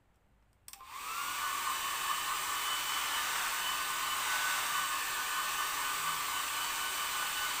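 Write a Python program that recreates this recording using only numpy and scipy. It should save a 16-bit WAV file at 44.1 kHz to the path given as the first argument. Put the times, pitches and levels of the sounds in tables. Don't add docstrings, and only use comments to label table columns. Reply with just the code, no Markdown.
import sys
import numpy as np
from scipy import signal
from scipy.fft import rfft, irfft
from scipy.io import wavfile

SR = 44100
rng = np.random.default_rng(int(sys.argv[2]) if len(sys.argv) > 2 else 0)


def unload_wav(signal):
    wavfile.write(
        sys.argv[1],
        SR,
        np.round(np.clip(np.atleast_2d(signal).T, -1, 1) * 32767).astype(np.int16),
    )


N = 335160
TIME = np.arange(N) / SR
HZ = np.fft.rfftfreq(N, 1 / SR)


def amp(db):
    return 10 ** (np.asarray(db) / 20)


def unit(x):
    return x / np.sqrt(np.mean(x ** 2) + 1e-20)


def read(points, hz):
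    pitches, values = np.transpose(points)
    return np.interp(np.log(hz + 1), np.log(pitches + 1), values)


def curve(points):
    return np.interp(TIME, *np.transpose(points))


def swell(peak_s, half_s):
    return np.exp(-((TIME - peak_s) / half_s) ** 2)


def add(mix, start_s, sound):
    part = mix[round(start_s * SR):][:len(sound)]
    part += sound[:len(part)]


def noise(gain):
    return unit(irfft(rfft(rng.standard_normal(N)) * gain, N))


def drift(rate_hz, step=32):
    t = TIME[::step]
    hz = np.fft.rfftfreq(len(t), step / SR)
    slow = irfft(rfft(rng.standard_normal(len(t))) / (1 + (hz / rate_hz) ** 4), len(t))
    return np.interp(TIME, t, unit(slow))


def tone(cycles, blur, blur_hz):
    angle = 2 * np.pi * (cycles % 1)
    return unit((1 + blur * drift(blur_hz)) * np.cos(angle) + blur * drift(blur_hz) * np.sin(angle))


def still_room():
    colour = [(20, -8), (38, -26), (55, -5), (90, -11.5), (125, -13.5), (280, -21), (400, -24),
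              (850, -21.5), (1000, -25.5), (1700, -27.5), (3000, -35), (5600, -47), (8100, -41),
              (9300, -47), (15500, -47)]
    hum_notes = [(51, -74), (75.5, -80), (101, -83), (200.5, -87), (285.5, -87)]
    hum = sum(amp(db) * tone(hz * TIME, blur=0.39, blur_hz=2) for hz, db in hum_notes)
    return amp(-70.5) * noise(amp(read(colour, HZ))) + hum


def switch():
    # start_s, level_db, ring_s, brightness_db_per_octave
    clicks = [(.143, -75, .03, 0), (.158, -70, .025, 5), (.425, -70, .02, -5), (.5305, -61, 0.013, 2.5),
              (0.68, -62, .012, -2), (.6828, -36.5, 0.026, 4.5), (0.687, -50, 0.017, -9),
              (0.732, -35, 0.017, 3.5), (0.7346, -39, 0.029, -2), (.807, -48, .04, -11)]
    plastic = [(200, -32), (700, -17), (1100, 12), (1450, -5), (1850, 3), (2200, 1), (2700, 4.5),
               (4000, -1), (5800, 5), (6800, -7), (8300, 7.5), (9500, -5.5), (12500, -5), (15400, -7)]
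    out, t = np.zeros(N), np.arange(4096) / SR
    hz = np.fft.rfftfreq(len(t), 1 / SR)
    for start_s, level_db, ring_s, brightness in clicks:
        colour = amp(read(plastic, hz) + brightness * np.log2((hz + 100) / 4000))
        crack = unit(irfft(rfft(rng.standard_normal(len(t))) * colour))
        add(out, start_s, crack * amp(level_db - 60 * t / ring_s))
    return out


def echoes(x):
    fade_times = [(200, 0.39), (1000, 0.3), (4000, 0.18), (8000, 0.18), (15000, 0.31)]
    size = SR // 2
    bounces = rng.standard_normal(size) * (rng.random(size) < .1)
    bounces[:180] = 0
    hz, t, bands = signal.stft(bounces, SR, nperseg=256)
    fade = np.exp(-np.log(1000) * t / read(fade_times, hz)[:, None])
    tail = signal.istft(bands * fade, SR, nperseg=256)[1]
    return signal.oaconvolve(x, tail / np.linalg.norm(tail))[:N]


def shell():
    rings = [(.684, 1040, -59, 0.0033, 0.2), (.73, 790, -38.5, 0.042, 0.21),
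             (0.791, 1050, -42.5, 0.018, 0.24), (.805, 1186, -48, .003, 0.094)]
    out, t = np.zeros(N), np.arange(SR // 2) / SR
    for start_s, pitch_hz, level_db, rise_s, ring_s in rings:
        ring = tone(pitch_hz * TIME, blur=0.26, blur_hz=70)[:len(t)]
        rise = (1 - np.exp(-t / rise_s)) ** 2
        add(out, start_s, amp(level_db - 60 * t / ring_s) * rise * ring)
    return out


def resonance(pitch_hz, width_hz):
    return 1 / (1 + (2 * (HZ - pitch_hz) / width_hz) ** 2)


def barrel_roar(speed, lift_db):
    notes = [(1076, 93, 3.5), (1161, 190, 5), (960, 87, -11)]
    roar_levels = [(1.25, -42), (2.3, -44), (2.8, -48), (3.4, -45), (4.1, -43.5), (4.9, -46.5),
                   (5.4, -41.5), (6.3, -43.5), (7.0, -46), (7.6, -49)]
    hollow_levels = [(1.3, -60), (1.5, -46), (1.85, -52.0), (2.12, -47.0), (2.7, -49.5), (3.4, -46),
                     (3.9, -56), (4.5, -58), (5.2, -44.5), (5.6, -47.5), (6.2, -52), (7.6, -64)]
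    colour = np.sqrt(sum((amp(db) * resonance(hz, width)) ** 2 for hz, width, db in notes))
    roar = amp(curve(roar_levels) - .5 + lift_db) * speed ** 3.1 * noise(colour)
    hollow = noise(resonance(pitch_hz=1767, width_hz=130))
    return roar + amp(curve(hollow_levels) - 3 + 0.4 * lift_db) * speed ** 6 * hollow


def rush(colour, speed, gain_db, power, near_share):
    nearness = [(1.25, -5), (1.8, -4), (2.4, -1), (2.8, 3), (3.4, 6.5), (3.85, 0), (4.12, 3), (4.3, 6.5),
                (4.58, 7), (4.9, -1), (6.0, 1), (6.35, 0.5), (6.9, 0.5), (7.6, 3)]
    return amp(gain_db + near_share * curve(nearness)) * speed ** power * noise(amp(read(colour, HZ)))


def feather_splash(speed, lift_db):
    colour = [(200, -24), (380, -6), (540, -8), (720, -7.5), (900, 2), (1300, -1), (1700, 0.5), (2100, 0.5),
              (2580, 4), (3330, -2), (3600, -1), (4150, -4.5), (4800, -5), (6500, -17)]
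    return amp(-0.096 * lift_db) * rush(colour, speed, gain_db=-40.5, power=3, near_share=0.17)


def grille_hiss(speed):
    colour = [(300, -5), (1500, -26), (3600, 3), (5200, -2), (6050, -0.5), (6600, 3), (7400, 8.5),
              (7900, 8), (8350, 12), (9200, -0.5), (11500, -2), (13500, 1), (15300, 7), (16000, -1.5)]
    levels = [(1.3, -47), (1.35, -47.5), (2.54, -46.5), (2.88, -47), (5.68, -46.5), (7.6, -46.5)]
    return amp(curve(levels)) * rush(colour, speed, gain_db=5, power=3.8, near_share=0.093)


def intake_rush(speed, lift_db):
    colour = [(300, -50), (620, -14.5), (780, -5.5), (1000, -0.5), (1400, 3), (1850, -7), (2120, -2),
              (2400, -10), (2720, -11.5), (3100, -7), (3600, -7), (4200, -17), (6100, -10), (12000, -24)]
    return amp(0.46 * lift_db) * rush(colour, speed, gain_db=-50, power=2.6, near_share=1.78)


def lip_sizzle(speed, lift_db):
    colour = [(3500, -21), (5100, -22), (5650, -2), (6250, -3), (6800, -10), (9000, -27)]
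    levels = [(1.3, -49), (2.3, -53), (2.45, -50), (3.0, -51), (3.3, -52), (3.6, -51), (4.0, -55.5),
              (4.4, -64), (4.75, -47), (5.35, -52), (5.6, -46.5), (6.1, -53.5), (7.15, -49), (7.4, -63),
              (7.6, -48)]
    return amp(curve(levels) - 0.41 * lift_db) * rush(colour, speed, gain_db=-3, power=4.5, near_share=0)


def draught_rumble(speed):
    colour = [(20, -4), (42, -14), (54, -1.5), (64, -10.5), (100, -9.5), (145, -7.5), (200, -13),
              (400, -12.5), (1000, -50)]
    return rush(colour, speed, gain_db=-67.5, power=5.7, near_share=0.11)


def low_note(speed, pitch_hz=164.5):
    swells = [(4.76, -66), (6.11, -59)]
    level = amp(-77.5) * speed ** 8 + sum(amp(db) * swell(s, half_s=0.093) for s, db in swells)
    return level * tone(pitch_hz * TIME, blur=0.62, blur_hz=4.8)


def airflow(speed, lift_db):
    air = barrel_roar(speed, lift_db) + feather_splash(speed, lift_db) + grille_hiss(speed)
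    air += intake_rush(speed, lift_db) + lip_sizzle(speed, lift_db)
    air += draught_rumble(speed) + low_note(speed)
    return air * np.clip(speed / 0.19, 0, 1) ** 2


def moving_echoes(x, tail_db=-8.5, turn_hz=0.5955, sway=0.1504):
    nearby = [(.0011, -15), (.0023, -23.5), (.0042, -23)]
    near = np.zeros(N)
    for delay_s, level_db in nearby:
        moving_delay_s = delay_s * (1 + sway * drift(0.83))
        near += amp(level_db) * np.interp(TIME - moving_delay_s, TIME, x)
    angle = 2 * np.pi * turn_hz * TIME
    tail = np.cos(angle) * echoes(x) + np.sin(angle) * echoes(x)
    return (x + near + amp(tail_db) * tail) / np.hypot(1, amp(tail_db))


def fan_whine(speed, tone_lift_db, octave_lift_db, blades=5, waver=.0007):
    pitches = [(1.1, 1501), (1.4, 1510), (1.8, 1502), (4.2, 1502), (4.55, 1498), (5.4, 1503), (6.6, 1497),
               (7.6, 1496)]
    run_up = [(.84, -85, -95), (.87, -56, -80), (.95, -45.5, -54), (1.03, -51, -62), (1.11, -43.5, -50),
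              (1.25, -46, -53), (1.38, -53, -56), (1.55, -85, -80)]
    tone_levels = [(1.3, -60.0), (1.8, -58.5), (2.4, -68.0), (2.8, -54), (3.3, -49.5), (3.85, -51.5),
                   (4.2, -53.5), (4.45, -46.5), (4.7, -59.5), (5.05, -54.0), (5.3, -50.5), (6.25, -58),
                   (7.1, -56.5), (7.6, -53)]
    octave_levels = [(1.3, -65), (2.15, -52), (2.42, -58), (2.68, -49), (3.1, -53), (3.4, -66), (3.67, -49),
                     (3.9, -61), (4.15, -54), (4.45, -63), (4.75, -57), (5.15, -57), (6.25, -67),
                     (6.65, -56), (7.35, -50), (7.6, -53)]
    triple_levels = [(1.3, -70), (2.5, -70), (2.75, -69), (3.3, -64), (3.65, -74), (3.8, -58),
                     (3.92, -69.5), (4.03, -53.5), (4.2, -76.5), (4.43, -63), (5.0, -62), (5.5, -69),
                     (6.5, -73), (6.65, -56), (6.8, -68), (7.35, -64), (7.55, -60)]
    overtones = [(4, -59.5), (5, -71), (6, -70), (7, -67)]
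    rotor_tones = [(1, -67.5, 0.25), (2, -66.5, 3.4), (3, -88, 2.4), (4, -49.5, 0.42), (6, -60, 0.47)]
    passes = np.cumsum(curve(pitches) * speed * (1 + waver * drift(10))) / SR
    time_s, *run_up_db = np.transpose(run_up)
    tone_gain, octave_gain = (amp(np.interp(TIME, time_s, db)) * np.sqrt(speed) for db in run_up_db)
    running = speed ** 8
    tone_gain += amp(3 + curve(tone_levels) + tone_lift_db) * running
    octave_gain += amp(3 + curve(octave_levels) + octave_lift_db) * running
    whine = tone_gain * tone(passes, blur=0.28, blur_hz=22)
    whine += octave_gain * tone(2 * passes, blur=.15, blur_hz=25)
    upper = amp(6 + curve(triple_levels)) * tone(3 * passes, blur=0.45, blur_hz=25)
    upper += sum(amp(db) * tone(k * passes, blur=2.7, blur_hz=29.5) for k, db in overtones)
    rotor = sum(amp(db) * tone(k * passes / blades, blur, blur_hz=14.5) for k, db, blur in rotor_tones)
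    return whine + upper * running + rotor * speed ** 7


def wrist_swings():
    swings = [(1.45, 5, 14.5, 11), (1.68, 7, 11, 5), (1.9, 4.5, 0, 6), (2.11, 9, 9, 4),
              (2.32, 7.5, 14, 2.5), (2.53, 7.5, 10, 3), (2.72, 8.5, 5, 8.5), (2.96, 5, -1, 7),
              (3.17, 4, 0, 10.5), (3.42, 0, 0, 0), (3.7, 5, 1.5, 8), (3.95, 3.5, 4, 3), (4.11, 4.5, 2, 8),
              (4.34, 2.5, 10.5, 0), (4.52, 0.5, 8.5, -4), (4.79, 9, 16, 10.5), (4.94, 8.5, 5, -1),
              (5.18, 3.5, 7, 1), (5.39, 5.5, 4, 11), (5.62, 4.5, 6.5, 12.5), (5.88, 2, 9.5, 11.5),
              (6.11, 3, 13, 16), (6.36, 4, 11.5, 15), (6.6, 5, 10, 11), (6.83, 5.5, 10, 5.5),
              (7.03, 8, 6.5, 5), (7.21, 8, 10, 1.5), (7.42, 6.5, 10, 4)]
    half_lengths = (0.067, .075, 0.082)
    half_s = np.array(half_lengths)[:, None]
    return sum(np.array(lifts_db)[:, None] * swell(peak_s, half_s) for peak_s, *lifts_db in swings)


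def scene(start_s=.676, spin_up_s=.322, click_echo_db=-6):
    speed = np.tanh(np.maximum(TIME - start_s, 0) / spin_up_s)
    roar_lift_db, tone_lift_db, octave_lift_db = wrist_swings()
    clicks = switch()
    mono = moving_echoes(airflow(speed, roar_lift_db)) + fan_whine(speed, tone_lift_db, octave_lift_db)
    mono += clicks + amp(click_echo_db) * echoes(clicks) + shell() + still_room()
    return np.array([mono, mono])


def record(dry, cutoff_hz=15560):
    lowpass = signal.firwin(801, cutoff_hz, window=("kaiser", 8), fs=SR)
    return signal.oaconvolve(dry, lowpass[None], "same", axes=1)


dry = scene()
out = record(dry)
unload_wav(out)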